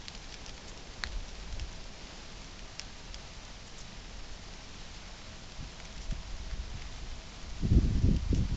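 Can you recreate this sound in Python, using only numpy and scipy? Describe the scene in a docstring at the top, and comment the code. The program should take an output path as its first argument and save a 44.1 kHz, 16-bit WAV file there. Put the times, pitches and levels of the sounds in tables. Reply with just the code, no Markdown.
"""Light rain on a footbridge under autumn trees: near drops tick as they make wet leaves and the
railing ring, while countless far drops blend into a fine hiss. Now and then a leaf scrapes.
Far off, a town murmurs with traffic and a faint whine of machinery. Swirls of air (eddies) in a
breeze nudge the microphone and buffet it hard in the last second."""
import sys
import numpy as np
from scipy import signal
from scipy.fft import rfft, irfft
from scipy.io import wavfile
from scipy.ndimage import uniform_filter1d, map_coordinates

SR = 44100
rng = np.random.default_rng(int(sys.argv[2]) if len(sys.argv) > 2 else 0)


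def materialize(psi):
    """Save the field psi as 16-bit PCM at rate SR to the path in sys.argv[1].

    A 1-D psi becomes a single channel; in a 2-D psi each row is a channel.
    """
    bounded = np.clip(np.atleast_2d(psi).T, -1, 1)
    quanta = np.round(bounded * 32767).astype(np.int16)
    wavfile.write(sys.argv[1], SR, quanta)


N = 377496
TIME = np.arange(N) / SR
FREQ = np.fft.rfftfreq(N, 1 / SR)

# gusts of wind: (start [s], length [s], push of large eddies [dB], flutter of small eddies [dB])
GUSTS = [(0.972, 0.91, -45, -68), (1.513, .12, -39, -60), (4.08, .27, -43, -61), (5.572, 0.067, -40, -43.5),
         (5.93, 1.23, -43, -58), (6.5, 0.12, -39, -53), (6.712, 0.0598, -45.5, -45), (7.4, .2, -42, -56),
         (7.6, 0.072, -31.5, -32.5), (7.69, 0.095, -22.5, -28.5), (7.81, .18, -28, -34),
         (8.005, .15, -27, -29.5), (8.15, .15, -36, -48), (8.281, .16, -28, -32.5),
         (8.487, 0.052, -33, -32)]


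def gain_of(db):
    """Turns decibels into a factor to multiply a sound by."""
    return 10 ** (np.asarray(db) / 20)


def evened(x):
    """Scales a signal to an average strength (rms) of 1."""
    return x / np.sqrt(np.mean(x ** 2) + 1e-20)


def curve(rows):
    """Joins (time [s], value) rows by straight lines."""
    return np.interp(TIME, *np.transpose(rows))


def add(mix, start_s, sound):
    """Mixes a sound in at its start time."""
    part = mix[max(round(start_s * SR), 0):][:len(sound)]
    part += sound[:len(part)]


def coloured_noise(spectrum):
    """Noise of strength 1, shaped by (frequency [Hz], relative level [dB]) rows."""
    hz, db = np.transpose(spectrum)
    shape = gain_of(np.interp(np.log(FREQ + 1), np.log(hz), db))
    return evened(irfft(rfft(rng.standard_normal(N)) * shape, N))


def band_noise(hz, width_hz):
    """Noise of strength 1 around one pitch; around 0 Hz it is a slow random drift."""
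    bell = np.exp(-.5 * ((FREQ - hz) / width_hz) ** 2)
    return evened(irfft(rfft(rng.standard_normal(N)) * bell, N))


def ring(hz, t60, rise_s=0.000074):
    """One tone of a softly struck surface; it fades by 60 dB in t60 seconds."""
    t = np.arange(2048) / SR
    return np.sin(2 * np.pi * hz * t) * (1 - np.exp(-t / rise_s)) * np.exp(-np.log(1000) * t / t60)


def town(murmur_db=-51, waver_hz=3.47, fade_db=3.0):
    """A low murmur, passing tyres and a machine whine that wavers and fades on the moving air."""
    # tone of the murmur: (frequency [Hz], relative level [dB])
    murmur_spectrum = [(10, -5.5), (25, -5), (50, -4), (100, -7), (130, -11), (165, -9), (205, -11),
                       (300, -17.5), (400, -20), (650, -29.5), (1000, -32), (2500, -54.5)]
    # far traffic swelling and fading: (time [s], level [dB])
    traffic = [(0, -66), (.45, -59), (1.3, -58), (2.2, -62.5), (3.5, -67), (8.56, -69)]
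    # tones of far machinery: (pitch [Hz], level before the swell [dB])
    whine_tones = [(650, -68.5), (725, -78), (969, -75), (1190, -76.5)]
    # swell of the whine: (time [s], level change [dB])
    whine_swell = [(0, -4), (2.5, 0.5), (4, -2), (5.4, -2.5), (5.9, 1.5), (7.2, 1.5), (8.56, 2.5)]
    murmur = gain_of(murmur_db) * coloured_noise(murmur_spectrum)
    tyres = gain_of(curve(traffic)) * band_noise(hz=423, width_hz=315)
    whine = np.zeros(N)
    for hz, db in whine_tones:
        cycles = np.cumsum(hz + waver_hz * band_noise(0, 7.4)) / SR
        fading = gain_of(fade_db * band_noise(0, 4.4))
        whine += gain_of(db) * evened(np.sin(2 * np.pi * cycles) * fading)
    return murmur + tyres + gain_of(curve(whine_swell)) * whine


def gust_level(strengths_db, release_s, calm_db, attack_s=.03):
    """Level in dB of one size of eddy: each gust rises quickly, holds and dies away into the calm."""
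    power = np.full(N, gain_of(calm_db) ** 2)
    for (start, length, _, _), db in zip(GUSTS, strengths_db):
        rise = np.clip((TIME - start) / attack_s, 0, 1)
        fall = np.exp(-np.clip((TIME - start - length) / release_s, 0, 20))
        power += (gain_of(db) * rise * fall) ** 2
    return 10 * np.log10(power)


def eddies(spectrum, level_db, full_db, speed_per_db, steady_s=.07):
    """Swirling air drifts past the microphone; stronger wind carries it faster, so it sounds higher."""
    speed = np.exp(speed_per_db * np.clip(level_db - full_db, -25, 1.5))
    pressure = map_coordinates(coloured_noise(spectrum), [np.cumsum(speed)], order=3, mode="mirror")
    # even out chance swells, so that level_db sets the loudness
    local_power = abs(uniform_filter1d(pressure ** 2, int(steady_s * SR)))
    return gain_of(level_db) * pressure / np.sqrt(local_power + 0.018)


def wind(lumpy_db=1.4, ragged_db=1.9):
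    """Large eddies push unevenly all along; small ones flutter raggedly in the gusts and die sooner."""
    # pressure of the large eddies: (frequency [Hz], relative level [dB])
    push_spectrum = [(10, -8.5), (22, -3), (47, -0.5), (62, -4), (90, -6), (125, -15), (210, -36),
                     (500, -67)]
    # pressure of the small eddies: (frequency [Hz], relative level [dB])
    flutter_spectrum = [(40, -25), (95, -2), (170, -1), (260, -7.5), (350, -15.5), (500, -26), (700, -35.5),
                        (1200, -80.5)]
    _, _, pushes, flutters = np.transpose(GUSTS)
    push_db = gust_level(pushes, release_s=.03, calm_db=-49) + lumpy_db * band_noise(0, 6)
    flutter_db = gust_level(flutters, release_s=.018, calm_db=-79) + ragged_db * band_noise(0, 44.9)
    push = eddies(push_spectrum, push_db, full_db=-28, speed_per_db=0.0354)
    flutter = eddies(flutter_spectrum, flutter_db, full_db=-30, speed_per_db=0.029)
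    return push + flutter


def thumps():
    """One tight eddy thumps the microphone: a peak of pressure between two shallow dips."""
    # single hard eddies: (time [s], peak level [dB], pitch [Hz])
    hard_eddies = [(1.165, -28.5, 35), (6.11, -24, 28), (6.127, -27, 132), (6.335, -29, 27.8),
                   (6.539, -32.5, 100), (7.785, -25.5, 229.2), (7.85, -21, 130), (8.06, -19.5, 105),
                   (8.089, -19.5, 240), (8.331, -18.5, 260)]
    out = np.zeros(N)
    for peak_s, db, hz in hard_eddies:
        offset_squared = (np.pi * hz * (TIME - peak_s)) ** 2
        out += gain_of(db) * (1 - 2 * offset_squared) * np.exp(-np.minimum(offset_squared, 50))
    return out


def leaves(width_hz=2400):
    """A scraping leaf makes a quick run of tiny slips, each ringing very briefly."""
    # leaf scrapes: (start [s], length [s], level [dB], centre pitch [Hz])
    scrapes = [(0.297, 0.051, -56, 4800), (0.674, 0.032, -50.5, 6200), (3.664, .025, -54, 6800),
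               (3.778, 0.019, -48.5, 7100), (3.799, 0.021, -50, 5950), (6.002, 0.059, -53, 5770),
               (6.808, .025, -54, 3500), (8.336, 0.058, -53, 5970)]
    t60 = np.log(1000) / np.pi / width_hz  # a shorter ring covers a wider band of pitches
    out = np.zeros(N)
    for start, length, db, hz in scrapes:
        slips = rng.laplace(size=N)[:int(length * SR)]
        rustle = signal.fftconvolve(slips, ring(hz, t60))[:len(slips)]
        add(out, start, gain_of(db) * evened(rustle) * signal.windows.tukey(len(slips), .5))
    return out


def walkway(sound, echo_db=-16, t60=0.12, gap_s=0.0032, echoes_per_s=3000):
    """The slatted railings and the deck scatter each tick into a short, thin tail of echoes."""
    t = np.arange(SR // 4) / SR
    echoes = rng.choice([-1., 1.], len(t)) * (rng.random(len(t)) < echoes_per_s / SR) * (t > gap_s)
    echoes *= np.exp(-np.log(1000) * t / t60)
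    return sound + gain_of(echo_db) * signal.oaconvolve(sound, echoes / np.linalg.norm(echoes))[:N]


def far_rain(level_db=-50.5, swell_db=0.41, flicker_db=0.51):
    """Countless far drops merge into a hiss that barely wavers."""
    # tone of the hiss: (frequency [Hz], relative level [dB])
    hiss_spectrum = [(100, -22), (450, 0), (800, 2.5), (1300, -0.5), (1900, -0.5), (3000, -0.36),
                     (4000, -0.5), (4700, -0.5), (5500, -1.35), (6500, -4.5), (7400, -8.5)]
    waver_db = swell_db * band_noise(0, 1.9) + flicker_db * band_noise(0, 40)
    return gain_of(level_db + waver_db) * coloured_noise(hiss_spectrum)


def patter(level_db=-61, drops_per_s=520, spread_db=3.5, t60=0.0041, leaf_count=28):
    """Small drops of uneven size land on many leaves, each leaf with its own pitch."""
    sizes = gain_of(spread_db * np.minimum(rng.exponential(1, N), 4.2))
    hits = sizes * (rng.random(N) < drops_per_s / SR)
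    leaf_hit = rng.integers(0, leaf_count, N)
    out = np.zeros(N)
    for leaf, hz in enumerate(np.linspace(1700, 7000, leaf_count)):
        tick = ring(hz, t60) + 0.77 * ring(hz * rng.uniform(0.49, .8), t60)
        out += signal.oaconvolve(hits * (leaf_hit == leaf), tick)[:N]
    return gain_of(level_db) * evened(out)


def drips(typical_db=-41, spread_db=3, tries=160):
    """Lighter drips fall at random moments on random leaves; gives rows of drops for near_drops."""
    # dripping from the branches, thickest at first: (time [s], rate [drips per s])
    drip_rate = [(0, 11), (1.5, 8.9), (2.1, 3), (8.56, 3)]
    rows = []
    for when, chance, size, low, high in rng.random((tries, 5)):
        start = when * N / SR
        if chance * tries * SR / N < np.interp(start, *np.transpose(drip_rate)):
            size_db = typical_db + spread_db * (2 * size - 1)
            low_hz = np.interp(low, (0, 1), (2200, 3400))
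            high_hz = np.interp(high, (0, 1), (4100, 6200))
            rows.append((start, size_db, low_hz, high_hz, 0))
    return rows


def near_drops(boost_db=2, tick_t60=0.0038, snap_db=-1, splash_db=-11, splash_t60=0.028, bass_hz=950):
    """Drops from the branches land with a bright snap, a short two-tone tick and a little spray."""
    # the heaviest drops, each ringing two tones of what it hits:
    # (time [s], relative level [dB], low tone [Hz], high tone [Hz], high tone over low [dB])
    heavy_drops = [(0.0833, -25, 3070, 4300, 7), (0.15, -35.5, 3210, 4580, -1.5),
                   (0.3243, -34.5, 3300, 4500, -2), (0.342, -30.5, 2400, 5400, 5),
                   (0.4629, -35.5, 3040, 5650, 11), (0.4836, -38, 3000, 5160, -3.5),
                   (0.4934, -37, 3060, 5160, -1), (0.5785, -36, 2390, 4780, -6),
                   (1.0374, -13.5, 1850, 4140, -2), (1.0712, -34.5, 3330, 4450, 4),
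                   (1.5259, -36, 3090, 5080, 0), (1.5965, -28.5, 2930, 5100, -5),
                   (2.5927, -36, 2680, 4240, -7), (2.7956, -20.5, 2730, 5370, 3.5),
                   (3.1441, -28, 3350, 5000, 2), (5.8016, -36.5, 2170, 4200, -11),
                   (5.8537, -36.5, 2200, 5700, -1), (6.1112, -35, 3110, 5720, -5),
                   (6.5128, -39.5, 1550, 3300, -13), (6.8207, -36, 2270, 4670, -5),
                   (8.1643, -34, 3040, 4730, 0), (8.3478, -35, 3000, 5713, 1)]
    spray = band_noise(hz=4300, width_hz=2800)
    spray_fade = np.exp(-np.log(1000) * np.arange(2048) / SR / splash_t60)
    snap = gain_of(snap_db) * ring(hz=6200, t60=0.00066)
    out = np.zeros(N)
    for start, size_db, low_hz, high_hz, bright_db in heavy_drops + drips():
        low_tone = gain_of(-bright_db / 2) * ring(low_hz, tick_t60)
        high_tone = gain_of(bright_db / 2) * ring(high_hz, tick_t60)
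        splash = np.roll(spray, -round(start * SR))[:len(spray_fade)] * spray_fade
        splash *= gain_of(min(size_db, -31) + splash_db)  # the hardest blows throw no extra spray
        add(out, start, gain_of(size_db) * (low_tone + high_tone + snap) + splash)
    # such small surfaces give off no bass
    bass_cut = signal.butter(2, bass_hz, "high", fs=SR, output="sos")
    return gain_of(boost_db) * signal.sosfilt(bass_cut, out)


def scene():
    """Rain, leaves, town and wind at one microphone."""
    ticks = walkway(near_drops() + patter() + leaves())
    return (ticks + far_rain() + town() + wind() + thumps())[None]


def record(dry, edge_hz=7620, cut_hz=8800, leak_db=-19):
    """The recorder loses the top treble: only a little leaks past edge_hz, and none past cut_hz."""
    edge = signal.firwin(301, edge_hz, window=("kaiser", 9), fs=SR)[None]
    cut = signal.firwin(301, cut_hz, window=("kaiser", 9), fs=SR)[None]
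    passed = signal.oaconvolve(dry, edge, "same")
    leak = gain_of(leak_db) * (dry - passed)
    return signal.oaconvolve(passed + leak, cut, "same")


dry = scene()
out = record(dry)
materialize(out)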